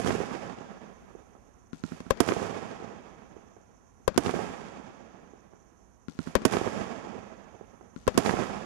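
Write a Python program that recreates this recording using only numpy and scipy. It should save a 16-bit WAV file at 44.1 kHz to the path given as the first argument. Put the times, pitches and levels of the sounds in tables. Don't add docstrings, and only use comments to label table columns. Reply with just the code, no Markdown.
import sys
import numpy as np
from scipy import signal
from scipy.fft import rfft, irfft, next_fast_len
from scipy.io import wavfile
from scipy.ndimage import uniform_filter1d

SR = 44100
rng = np.random.default_rng(int(sys.argv[2]) if len(sys.argv) > 2 else 0)


def to_wav(s):
    ch = np.atleast_2d(s).T
    pcm = np.round(np.clip(ch, -1, 1) * 32767)
    wavfile.write(sys.argv[1], SR, pcm.astype(np.int16))


def boost(x):
    u = np.asarray(x, float) / 20
    return 10 ** u


N = 381465

# left t/s, right t/s, stretch of the echo delays with height [ratio]
BURSTS = [
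    (-.111, -.011, 1.003),
    (2.0036, 2.1038, 1),
    (2.1068, 2.2036, 1.003),
    (4.0785, 4.1769, 1),
    (6.3534, 6.4521, 1),
    (8.078, 8.1765, 1),
]
BURST_LEVELS = [-3.97, -37, -3.44, -5.5, -2.7, -2.36]
# left t/s, level/dB
LIFTS = [
    (-.06, 7),
    (1.7319, 6),
    (4.1625, 7.5),
    (6.084, 7),
    (7.9625, 4),
]
LIFT_LEVELS = [-27.5, -21]
# lag t/ms, level/dB, push t/ms, top f/Hz, wrong-way swing t/ms
FRONTS = [
    [(0, 13, .5, 9000, 0), (1.87, 14, .55, 7500, 0), (3.6, 5, 1.0, 1500, 0)],
    [(0, 13, .7, 13000, .1), (2.15, 11, 1.7, 2500, 0), (2.7, 13, .6, 13000, .06), (5.35, 7, 2.0, 1000, 0)],
]
# f/Hz, level/dB, fall by 60 dB t/s
STAND_RINGS = [
    [(529, -11, 0.057), (646, -15, 0.048), (775, -20.5, 0.028), (1010, -22, 0.046), (195, -29, 0.04)],
    [(366, -6, 0.039), (278, -5.5, 0.06), (454, -10.5, 0.074), (675, -10.5, 0.067), (1130, -16, 0.0043)],
]
# f/Hz, level/dB, fall by 60 dB t/s
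TUBE_RINGS = [(111, -8, 0.053), (175, 2.5, 0.049), (243, 9, .028), (316, -20.5, 0.042), (1067, -9.5, 0.018),
              (1380, 0.5, 0.012), (3990, -9, .006)]
CEILING = [0.51, 0.49]
# delay t/s, level/dB, top f/Hz
LEFT_ECHOES = [(.066, -26, 6060), (.084, -59, 4000), (.096, -38.5, 873), (.178, -33, 2020),
               (.203, -14, 2010), (.237, -30, 1800), (.34, -32, 1200), (.425, -35, 1000),
               (.693, -29.5, 800), (.824, -34, 800), (1.273, -47.5, 900), (1.473, -44, 900)]
RIGHT_ECHOES = [(.029, -23, 7000), (.047, -21, 4000), (.059, -20, 7000), (.073, -17, 900),
                (.0845, -9, 3500), (.094, -13, 600), (.1165, -7, 2200), (.133, -16, 6000), (.161, -11, 800),
                (.193, -20, 2000), (.213, -14, 900), (.223, -16, 1500), (.245, -22, 1800),
                (.322, -24, 1500), (.36, -22, 2500), (.508, -27, 4000), (.596, -31, 4000), (.618, -27, 900),
                (1.158, -29.5, 750), (1.358, -34, 1200)]
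# delay t/s, level/dB, top f/Hz
LIFT_ECHOES = [
    [(.014, -15, 6000), (.068, -20, 4960), (.115, -16, 1500), (.183, -14, 2500), (.213, -13.5, 2500)],
    [(.014, -29, 5900), (.082, -4.5, 2550), (.166, -10.5, 1200), (.227, -12, 3000)],
]
# first return t/s, swell t/s, level/dB
# near 600 Hz, fade/dB per s, level/dB near 3500 Hz against that at 600 Hz
CROWDS = [
    [(0, 0, -24, 1100, -5.5), (.012, 0.0032, -45.5, 60, -9.5), (.058, 0.027, -37, 202, -9.5),
     (.15, 0.019, -39.5, 124, -5.5), (.15, .05, -43, 23, -5)],
    [(0, 0, -18, 1300.5, 0.5), (.012, .005, -34, 21, -6.5), (.066, 0.0047, -29, 128, -2.5),
     (.075, 0.067, -31.5, 22, -6)],
]
# f/Hz, level/dB
RUMBLE_COLOUR = [
    [(40, -2.5), (90, -19), (200, 2), (350, -3), (700, -2.5), (1600, 2.5), (3500, -2), (6300, -2),
     (10000, -25), (15000, -52)],
    [(40, -35.5), (90, -18), (200, -2.5), (350, -7.5), (700, -1), (1600, -3), (2900, -4), (4200, -11),
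     (6300, -1.5), (10000, -14.5), (15000, -8.5)],
]
# level/dB, bass and treble
LIFT_RUMBLE_LEVELS = (-28.5, -26.5)
# f/Hz, level/dB per Hz
NIGHT_AIR = [
    [(30, -94), (70, -83.5), (220, -86.5), (500, -102), (1000, -108), (2000, -113), (3500, -125),
     (5000, -122), (6800, -120), (9000, -125), (13000, -132)],
    [(30, -81), (55, -71.5), (150, -86.5), (250, -84.5), (500, -90.5), (1000, -89.5), (2000, -102),
     (3700, -113), (5000, -116), (9000, -115), (13000, -117)],
]
# centre f/Hz, width f/Hz, level/dB
INSECTS = [
    (6700, 1700, -102.5),
    (6240, 1630, -69),
]
# f/Hz, level/dB
MICROPHONE = [(300, -1), (3800, -3.5), (6500, 0), (10000, -0.5), (12500, -0.5), (15000, -11.5),
              (22050, -45)]

LIFT_LAG_S = .1063


def burst(track, side, s, db, stretch):
    for lag_ms, front_db, push_ms, top_hz, flip_ms in FRONTS[side]:
        front = shock(push_ms, pull=1.15 if top_hz > 5000 else .7)
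        front[:int(flip_ms * SR / 1000)] *= -1
        add(track, s + lag_ms / 1000, boost(db + front_db) * dull(front, top_hz))

    modes = [(hz * (1 + .025 * rng.standard_normal()), ring_db, t60)
             for hz, ring_db, t60 in STAND_RINGS[side]]
    add(track, s, boost(db) * ring(modes, np.cos))

    for delay, echo_db, top_hz in (LEFT_ECHOES, RIGHT_ECHOES)[side]:
        echo = burst_echo(delay, top_hz)
        gain = boost(db + echo_db + 3.5 + .8 * rng.standard_normal())
        add(track, s + delay * stretch, echo * gain / np.abs(echo).max())


def burst_echo(delay, top_hz):
    smear_ms = 5.5 * (1000 / top_hz) ** .5
    t = np.arange(SR // 50) / SR * 1000 / smear_ms
    facets = rng.standard_normal(len(t)) * (rng.random(len(t)) < .012) * np.exp(-t)
    facets[[0, SR // 400]] = 1.3, .7
    echo = np.convolve(facets, shock(push_ms=0.59, pull=2.38)[:SR // 60])
    echo[:len(t)] += .45 * rng.standard_normal(len(t)) * np.exp(-t)
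    echo = dull(dull(echo, top_hz), 1.6 * top_hz)
    return signal.lfilter(*signal.butter(2, 210 + 70 * delay, "high", fs=SR), echo)


def shock(push_ms, pull=3.0):
    t = np.arange(SR // 25) / SR / (push_ms / 1000)
    return (1 - t) * np.exp(-t / pull)


def ring(modes, wave):
    t = np.arange(SR // 10) / SR
    return sum(boost(db) * wave(2 * np.pi * hz * t) * boost(-60 * t / t60) for hz, db, t60 in modes)


def lift(track, side, s, db):
    db = db + LIFT_LEVELS[side]
    thump = ring(TUBE_RINGS, lambda phase: np.sin(phase + 1.0))
    thump *= 1 - 0.85 * np.exp(-np.arange(len(thump)) / SR / 0.0049)
    thump[:SR // 25] += .18 * shock(push_ms=.08)
    thump = dull(thump, 5300) * boost(db)
    add(track, s, thump)
    posts(track, side, s, db)
    add(track, s, comet(side, db))
    for delay, echo_db, top_hz in LIFT_ECHOES[side]:
        add(track, s + delay, boost(echo_db) * dull(thump, top_hz))


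def posts(track, side, s, db, count=6):
    first_s, step_s, loss_db = .0135, .0123, 1.2
    post_db = [-19, -21][side]
    band = signal.butter(2, [2500, 7500], "band", fs=SR)
    t = np.arange(SR // 200) / SR
    for k, (late, size) in enumerate(rng.standard_normal((count, 2))):
        tick = signal.lfilter(*band, rng.standard_normal(len(t)) * np.exp(-t / .0012))
        gain = boost(db + post_db - k * loss_db + 1.5 * size)
        add(track, s + first_s + k * step_s + .0004 * late, tick * gain)


def comet(side, db):
    level_db, t60_s = [-32, -33][side], 1.3
    t = np.arange(SR // 2) / SR
    band = signal.butter(2, [1000, 5500], "band", fs=SR)
    hiss = signal.lfilter(*band, rng.standard_normal(len(t)))
    return hiss * boost(db + level_db - 60 * t / t60_s + 3 * walk(130)[:len(t)])


def rumble(side):
    size = next_fast_len(N)
    grain_db = np.minimum(3.0 * rng.exponential(size=N), 9)
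    grains = (rng.random(N) < 1500 / SR) * rng.choice([-1, 1], N) * boost(grain_db)
    scatter = rfft(boost(.8 * walk(90)) * (rng.standard_normal(N) + 2.2 * grains), size)
    octaves = np.log2(np.arange(len(scatter)) * SR / size + 1)
    scatter = scatter / (1 + (2 ** octaves / 12700) ** 60)

    shots = [(row[side], db, None) for row, db in zip(BURSTS, BURST_LEVELS)]
    shots += [(s + side * LIFT_LAG_S, db, LIFT_RUMBLE_LEVELS) for s, db in LIFTS]
    coarse = np.arange(0, N + 64, 64) / SR
    lumps_db = 2.2 * np.resize(walk(60)[::64], len(coarse))
    out = np.zeros(N)
    for hz in 45 * 2 ** np.arange(0, 8.1, .5):
        window = np.cos(np.pi / 2 * np.clip(2 * (octaves - np.log2(hz)), -1, 1))
        band = irfft(scatter * window, size)[:N]
        treble = max(np.log(hz / 600) / np.log(3500 / 600), -.25)
        colour_db = on_log(RUMBLE_COLOUR[side], hz)
        power = 0
        for s, db, lift_levels in shots:
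            crowds = CROWDS[side]
            if lift_levels is not None:
                db = db + np.interp(treble, [0, 1], lift_levels)
                crowds = crowds[1:]
            level_db = db + colour_db + scattered_db(crowds, coarse - s, hz, treble)
            power = power + boost(level_db) ** 2 * (coarse > s)
        clumps = boost(max(1 - treble, .5) * lumps_db)
        out += band / band.std() * np.interp(np.arange(N) / SR, coarse, clumps * np.sqrt(power))
    return out


def scattered_db(crowds, delay, hz, treble):
    power, delay = 1e-18, np.maximum(delay, 0)
    for first_s, swell_s, db, fade_db, treble_db in crowds:
        age = np.maximum(delay - first_s, 0)
        swell = 1 - np.exp(-age / swell_s) if swell_s > 0 else 1
        power = power + (swell * boost(db + treble * treble_db - fade_db * age)) ** 2
    air_db = treble * 3.5 * (1 - np.exp(-delay / 0.93))
    air_db = air_db + 18 * (hz / 10000) ** 2 * delay
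    return 10 * np.log10(power) - air_db


def night(side):
    size = next_fast_len(N)
    hz = np.arange(size // 2 + 1) * SR / size + 1
    air_shape = boost(on_log(NIGHT_AIR[side], hz)) * np.sqrt(SR / 2) * (hz < 12300)
    air = irfft(rfft(rng.standard_normal(size)) * air_shape, size)[:N]
    centre_hz, width_hz, db = INSECTS[side]
    song_shape = np.exp(-(2 * (hz - centre_hz) / width_hz) ** 2)
    song = irfft(rfft(rng.standard_normal(size)) * song_shape, size)[:N]
    return air * boost(1.2 * walk(2.5)) + song / song.std() * boost(db + 2.6 * walk(90))


def add(track, s, sound):
    start = int(round(s * SR))
    first, last = max(start, 0), min(start + len(sound), N)
    if last > first:
        track[first:last] += sound[first - start:last - start]


def dull(x, hz):
    return signal.lfilter(*signal.butter(2, min(hz, .45 * SR), fs=SR), x)


def walk(rate):
    k = int(SR / rate)
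    steps = np.repeat(rng.standard_normal(N // k + 1), k)
    return 1.25 * uniform_filter1d(uniform_filter1d(steps, k), k)[:N]


def on_log(table, hz):
    points = np.array(table)
    return np.interp(np.log(hz), np.log(points[:, 0]), points[:, 1])


def scene():
    out = np.array([rumble(side) + night(side) for side in range(2)])
    for side in range(2):
        for row, db in zip(BURSTS, BURST_LEVELS):
            burst(out[side], side, row[side], db, row[2])
        for s, db in LIFTS:
            lift(out[side], side, s + side * LIFT_LAG_S, db)
    return out


def hum(x):
    lag, zero, pole = 147, .9, .67
    gap = np.zeros(lag - 1)
    kept = signal.lfilter(np.r_[1, gap, -zero], np.r_[1, gap, -pole], x)
    return x - kept * (1 + pole) / (1 + zero)


def overload(x):
    top = np.array(CEILING)[:, None]
    return x / (1 + np.abs(x / top) ** 6) ** (1 / 6)


def band_limit(x):
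    return signal.sosfilt(signal.butter(12, 15450, fs=SR, output="sos"), x)


def record(dry):
    x = overload(dry)
    quiet = np.clip(x, -.08, .08)
    x = x - hum(quiet) - dull(hum(x - quiet), 1500)
    x = 0.34 * x + 0.7 * signal.lfilter(*signal.iirnotch(147, 5.5, fs=SR), x)
    x = signal.lfilter(*signal.butter(1, 60, "high", fs=SR), x)
    size = next_fast_len(N)
    hz = np.arange(size // 2 + 1) * SR / size + 1
    x = irfft(rfft(x, size) * boost(on_log(MICROPHONE, hz)), size)[:, :N]
    return band_limit(x)


dry = scene()
out = record(dry)
to_wav(out)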